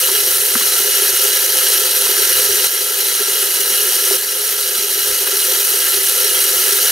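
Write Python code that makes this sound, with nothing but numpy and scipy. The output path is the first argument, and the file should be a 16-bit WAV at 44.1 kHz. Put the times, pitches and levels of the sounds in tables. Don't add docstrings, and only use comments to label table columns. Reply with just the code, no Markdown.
import sys
import numpy as np
from scipy import signal
from scipy.fft import rfft, irfft, next_fast_len
from scipy.io import wavfile
from scipy.ndimage import map_coordinates

SR = 44100
rng = np.random.default_rng(int(sys.argv[2]) if len(sys.argv) > 2 else 0)


def wrap_up_sound(samples):
    columns = np.atleast_2d(samples).T
    tamed = np.clip(columns, -1, 1)
    steps = np.round(tamed * 32767).astype(np.int16)
    wavfile.write(sys.argv[1], SR, steps)


N = 304819


def amp(db):
    return 10 ** (np.asarray(db) / 20)


def rms(x):
    return np.sqrt(np.mean(x ** 2) + 1e-20)


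def along(points, hz):
    point_hz, values = np.transpose(points)
    return np.interp(np.log(hz + 1), np.log(np.abs(point_hz) + 1), values)


def curves(rows):
    times_s, *columns = np.transpose(rows)
    return [np.interp(np.arange(N) / SR, times_s, column) for column in columns]


def wobble(rate_hz, samples=np.arange(N)):
    knots = rng.standard_normal(int(N * rate_hz / SR) + 4)
    return map_coordinates(knots, [samples * rate_hz / SR])


def scatter(count, limit):
    return np.clip(rng.standard_normal(count), -limit, limit)


def filtered(x, response):
    size = next_fast_len(N + SR // 4, real=True)
    return irfft(rfft(x, size) * response(np.fft.rfftfreq(size, 1 / SR)), size)[..., :N]


def resonance(f, hz, width_hz):
    return 1j * f * width_hz / (hz * hz - f * f + 1j * f * width_hz)


def rumble(spectrum):
    noise = filtered(rng.standard_normal(N), lambda f: amp(along(spectrum, f)))
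    return noise / rms(noise)


def add(track, start_s, sound):
    part = track[max(round(start_s * SR), 0):][:len(sound)]
    part += sound[:len(part)]


def kernel_hits(flow, per_s, size_db, clump_db, clump_hz):
    density_per_s = per_s * flow * amp(clump_db * wobble(clump_hz))
    struck = np.flatnonzero(rng.random(N) < density_per_s / SR)
    hits = np.zeros(N)
    hits[struck] = amp(size_db * scatter(len(struck), 2))
    return hits / rms(hits)


# (frequency [Hz], width [Hz], gain [dB])
METAL_MODES = [(1279, 32, -13.7), (1364, 42, -10.1), (1449, 16, -18.8), (1648, 122, -12.7),
               (2000, 324, -17.3), (2545, 54, -14.3), (2891, 85, -7.8), (3221, 121, -10.8),
               (3665, 145, -17.0), (4018, 119, -8.3), (4217, 76, -14.1), (4521, 121, -14.4),
               (4698, 154, -13.9), (5439, 138, -12.9), (5640, 104, -7.6), (5856, 47, -12.9),
               (6022, 71, -12.7), (6209, 112, -14.7), (6517, 121, -11.6), (6877, 326, -18.2),
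               (8890, 274, -11.9), (9747, 204, -12.9), (10082, 194, -7.7), (10816, 309, -12.3),
               (11137, 54, -8.9), (12240, 574, -11.9), (12969, 805, -9.9)]

def clatter(hits, spot_db, wander_db, wander_hz, cluster_hz, highpass_hz):
    struck, ring = np.flatnonzero(hits), np.zeros(N)
    for hz, width_hz, db in METAL_MODES:
        favour_db = wander_db * wobble(wander_hz, struck)
        averaging = min(1, (cluster_hz / width_hz) ** 0.5)
        strength_db = averaging * (spot_db * scatter(len(struck), 3) + favour_db)
        push = np.zeros(N)
        push[struck] = hits[struck] * rng.choice([-1, 1], len(struck)) * amp(strength_db)
        ring += amp(db) * signal.lfilter(*signal.iirpeak(hz, hz / width_hz, SR), push / rms(push))
    return signal.lfilter(*signal.butter(2, highpass_hz, "high", fs=SR), ring)


# (frequency [Hz], gain [dB])
CRACK_SPECTRUM = [(150, -42.5), (300, -35), (600, -44), (1100, -31.5), (1700, -33), (2500, -35),
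                  (5000, -24.5), (7500, -20.5), (9000, -15.5), (13000, -24), (14000, -20), (15600, -20)]

def crackle(hits, t60_s, colour_db):
    edges_hz = [0, 2500, 5000, 8000, 11000, 16000]
    fade = amp(-60 * np.arange(SR // 20) / SR / t60_s)
    out = np.zeros(N)
    for low_hz, high_hz in zip(edges_hz, edges_hz[1:]):
        sizes = hits * amp(colour_db * scatter(N, 2))
        power = np.abs(signal.oaconvolve(sizes ** 2, fade ** 2)[:N])
        burst = np.sqrt(power / power.mean()) * rng.standard_normal(N)
        out += filtered(burst, lambda f: amp(along(CRACK_SPECTRUM, f)) * (f >= low_hz) * (f < high_hz))
    return out


# (frequency [Hz], width [Hz], depth [0-1])
ANTIRESONANCES = [(1005, 54, 0.7), (1490, 26, 0.4), (2346, 35, 0.57), (2750, 130, 0.02), (3350, 44, 0.2)]

def spinner(flow, hiss_db, ring_db, split_hz=7300):
    def notches(f):
        cuts = [1 - depth * resonance(f, hz, width_hz) for hz, width_hz, depth in ANTIRESONANCES]
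        return np.prod(cuts, axis=0)

    square = kernel_hits(flow, per_s=3800, size_db=1, clump_db=0.5, clump_hz=100)
    glancing = kernel_hits(flow, per_s=6700, size_db=1, clump_db=0.4, clump_hz=31)
    hard = kernel_hits(flow, per_s=130, size_db=2.5, clump_db=1, clump_hz=20)
    spray = clatter(square, spot_db=5.5, wander_db=1.5, wander_hz=45, cluster_hz=300, highpass_hz=960)
    spray += amp(-1.1) * crackle(glancing, t60_s=0.018, colour_db=6.5)
    spray += amp(-4.5) * crackle(hard, t60_s=0.032, colour_db=3)
    spray = filtered(spray, notches)
    ring = filtered(spray, lambda f: f < split_hz)
    hiss = spray - ring
    return amp(hiss_db) * hiss / rms(hiss) + amp(ring_db) * ring / rms(ring)


# (frequency [Hz], width [Hz], gain [dB])
HOUSING_MODES = [(372.5, 42.6, -11.5), (409.2, 49.5, -6.5), (511.3, 44.6, -9.5), (706, 128, -23.5),
                 (898, 230, -23)]

def housing(flow, band_db):
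    shake = kernel_hits(flow, per_s=2200, size_db=2, clump_db=2.5, clump_hz=70)
    drone = np.zeros(N)
    for hz, width_hz, db in HOUSING_MODES:
        push = shake * rng.standard_normal(N)
        drone += filtered(push, lambda f: amp(db) * resonance(f, hz, width_hz) ** 2)
    band = filtered(drone, lambda f: (f > 330) & (f < 560))
    return amp(band_db) * drone / rms(band)


# (time [s], hiss level [dB], ring re hiss [dB])
GRAIN_STREAM = [(0.0, -15.5, -3.5), (0.48, -15.5, -5), (0.6, -16, -3), (1.1, -15.5, -3.5), (1.8, -16, -3.5),
                (2.6, -14.5, -3.5), (3.2, -14.5, -3), (3.9, -15, -4), (5.3, -16.0, -3.5),
                (5.8, -15.7, -4.5), (6.9, -15, -3.5)]

def feeder(flow, drone_re_ring_db=-11.5, drone_db_per_db=1.15):
    hiss_db, ring_re_hiss_db = curves(GRAIN_STREAM)
    ring_db = hiss_db + ring_re_hiss_db
    drone_db = ring_db.mean() + drone_re_ring_db + drone_db_per_db * (ring_db - ring_db.mean())
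    return spinner(flow, hiss_db, ring_db) + housing(flow, drone_db)


# (rate [Hz], depth [dB])
FLOW_SURGES = [(3, 0.09), (14, 0.82), (55, 0.67)]

def grain_flow():
    return amp(sum(depth_db * wobble(rate_hz) for rate_hz, depth_db in FLOW_SURGES))


# (frequency [Hz], side gain [dB])
TREE_SCATTER = [(60, -23), (200, -49), (380, -13), (700, -8.5), (1300, -11.5), (4400, -9), (8100, -9.5),
                (15000, -20.5)]
# (frequency [Hz], left lead [rad])
PORT_PHASE = [(0, 0.93), (1030, -0.67), (1290, -0.5), (1980, -0.85), (2410, 0.18), (3100, -0.81),
              (4050, -0.45), (4910, -0.38), (5170, -0.2), (5430, -0.48), (6370, -0.2), (8350, -0.1),
              (10100, -0.17), (15900, 0.059)]

def woodland(direct, far_face):
    side = filtered(far_face, lambda f: amp(along(TREE_SCATTER, f)))
    side += filtered(direct, lambda f: 1j * np.tan(along(PORT_PHASE, f) / 2))
    return np.array([direct + side, direct - side])


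# (frequency [Hz], gain [dB])
BREEZE_SPECTRUM = [(15, -1.5), (30, -7), (60, 4), (100, -6), (150, -7), (250, -19), (800, -65)]

def breeze(lump_db, lump_hz, start_db=-60, fade_db_per_s=0.8):
    t = np.arange(N) / SR
    level_db = start_db - fade_db_per_s * t + lump_db * wobble(lump_hz)
    return amp(level_db) * rumble(BREEZE_SPECTRUM)


# (time [s], tick level [dB], tick pitch [Hz], thud level [dB])
STRAY_KERNELS = [(0.089, -22, 990, -46), (0.552, -10, 1360, -19.5), (0.610, -20, 1090, -35),
                 (2.063, -14, 1190, -44), (2.082, -30, 1300, -40), (3.197, -33, 910, -42),
                 (3.716, -36, 990, -38), (4.108, -22, 690, -47), (4.225, -26, 950, -58),
                 (4.778, -38, 900, -38), (5.269, -17, 1440, -47)]

def strays(tick_t60_s, tick_attack_s, tick_q, thud_hz, thud_peak_s):
    out, t = np.zeros(N), np.arange(SR // 6) / SR
    tick_envelope = amp(-60 * t / tick_t60_s) * (1 - np.exp(-t / tick_attack_s))
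    thud_envelope = (t / thud_peak_s * np.exp(1 - t / thud_peak_s)) ** 2
    thud = np.sin(2 * np.pi * thud_hz * t) * thud_envelope
    for start_s, tick_db, tick_hz, thud_db in STRAY_KERNELS:
        body = signal.iirpeak(tick_hz, tick_q, SR)
        grit = signal.lfilter(*body, signal.lfilter(*body, rng.standard_normal(len(t))))
        tick = (np.sin(2 * np.pi * tick_hz * t) + grit / rms(grit)) * tick_envelope
        add(out, start_s, amp(tick_db) * tick + amp(thud_db) * thud)
    return out


# (peak time [s], half-width [s], level [dB])
AIR_PUFFS = [(0.23, 0.06, -49), (0.37, 0.12, -51), (1.14, .035, -48), (1.514, 0.037, -50),
             (1.76, 0.029, -51), (2.062, 0.054, -56), (2.36, .13, -46), (2.506, .04, -44), (2.66, .04, -53),
             (4.78, .03, -52), (5.11, .06, -43), (5.977, 0.05, -52), (6.45, .035, -50)]
# (frequency [Hz], gain [dB])
PUFF_SPECTRUM = [(15, -11), (30, -3), (60, 0), (100, 3), (150, -9), (250, -20), (800, -65)]

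def puffs():
    t = np.arange(N) / SR
    envelope = sum(amp(db) * np.exp(-2 * ((t - peak_s) / half_s) ** 2)
                   for peak_s, half_s, db in AIR_PUFFS)
    return envelope * rumble(PUFF_SPECTRUM)


# (time [s], level [dB])
HOUSING_JOLTS = [(2.212, -23), (2.487, -20), (3.200, -22), (3.280, -22), (3.596, -24), (4.109, -15.5),
                 (4.838, -22), (5.328, -21.5)]

def jolts(boom_hz, peak_s):
    out, t = np.zeros(N), np.arange(SR // 8) / SR
    boom = np.sin(2 * np.pi * boom_hz * t) * t / peak_s * np.exp(1 - t / peak_s)
    for start_s, db in HOUSING_JOLTS:
        add(out, start_s, amp(db) * boom)
    return out


# (time [s], gain [dB], recovery [s])
LEVEL_DROPS = [(2.668, -4.5, 1.58), (4.168, -4.5, 1.4)]

def drops(fall_s):
    t, gain_db = np.arange(N) / SR, np.zeros(N)
    for start_s, db, recovery_s in LEVEL_DROPS:
        fallen = np.clip((t - start_s) / fall_s, 0, 1)
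        remaining = np.clip(1 - (t - start_s) / recovery_s, 0, 1)
        gain_db += db * fallen * remaining
    return amp(gain_db)


def scene():
    flow = grain_flow()
    gain = drops(fall_s=0.008)
    knocks = strays(tick_t60_s=0.031, tick_attack_s=0.0012, tick_q=1.4, thud_hz=237, thud_peak_s=0.0076)
    knocks += jolts(boom_hz=399, peak_s=0.008)
    direct = gain * feeder(flow) + knocks + breeze(lump_db=3, lump_hz=22) + puffs()
    eddies = amp(-15) * (breeze(lump_db=4, lump_hz=12) + puffs())
    far_face = gain * feeder(flow)
    balance = amp([[-0.15], [0.15]])
    return (woodland(direct, far_face) + np.array([eddies, -eddies])) * balance


def record(dry):
    ceiling, top_hz = 0.95, 15740
    rounded = dry / (1 + np.abs(dry / ceiling) ** 8) ** (1 / 8)
    return filtered(rounded, lambda f: f < top_hz)


dry = scene()
out = record(dry)
wrap_up_sound(out)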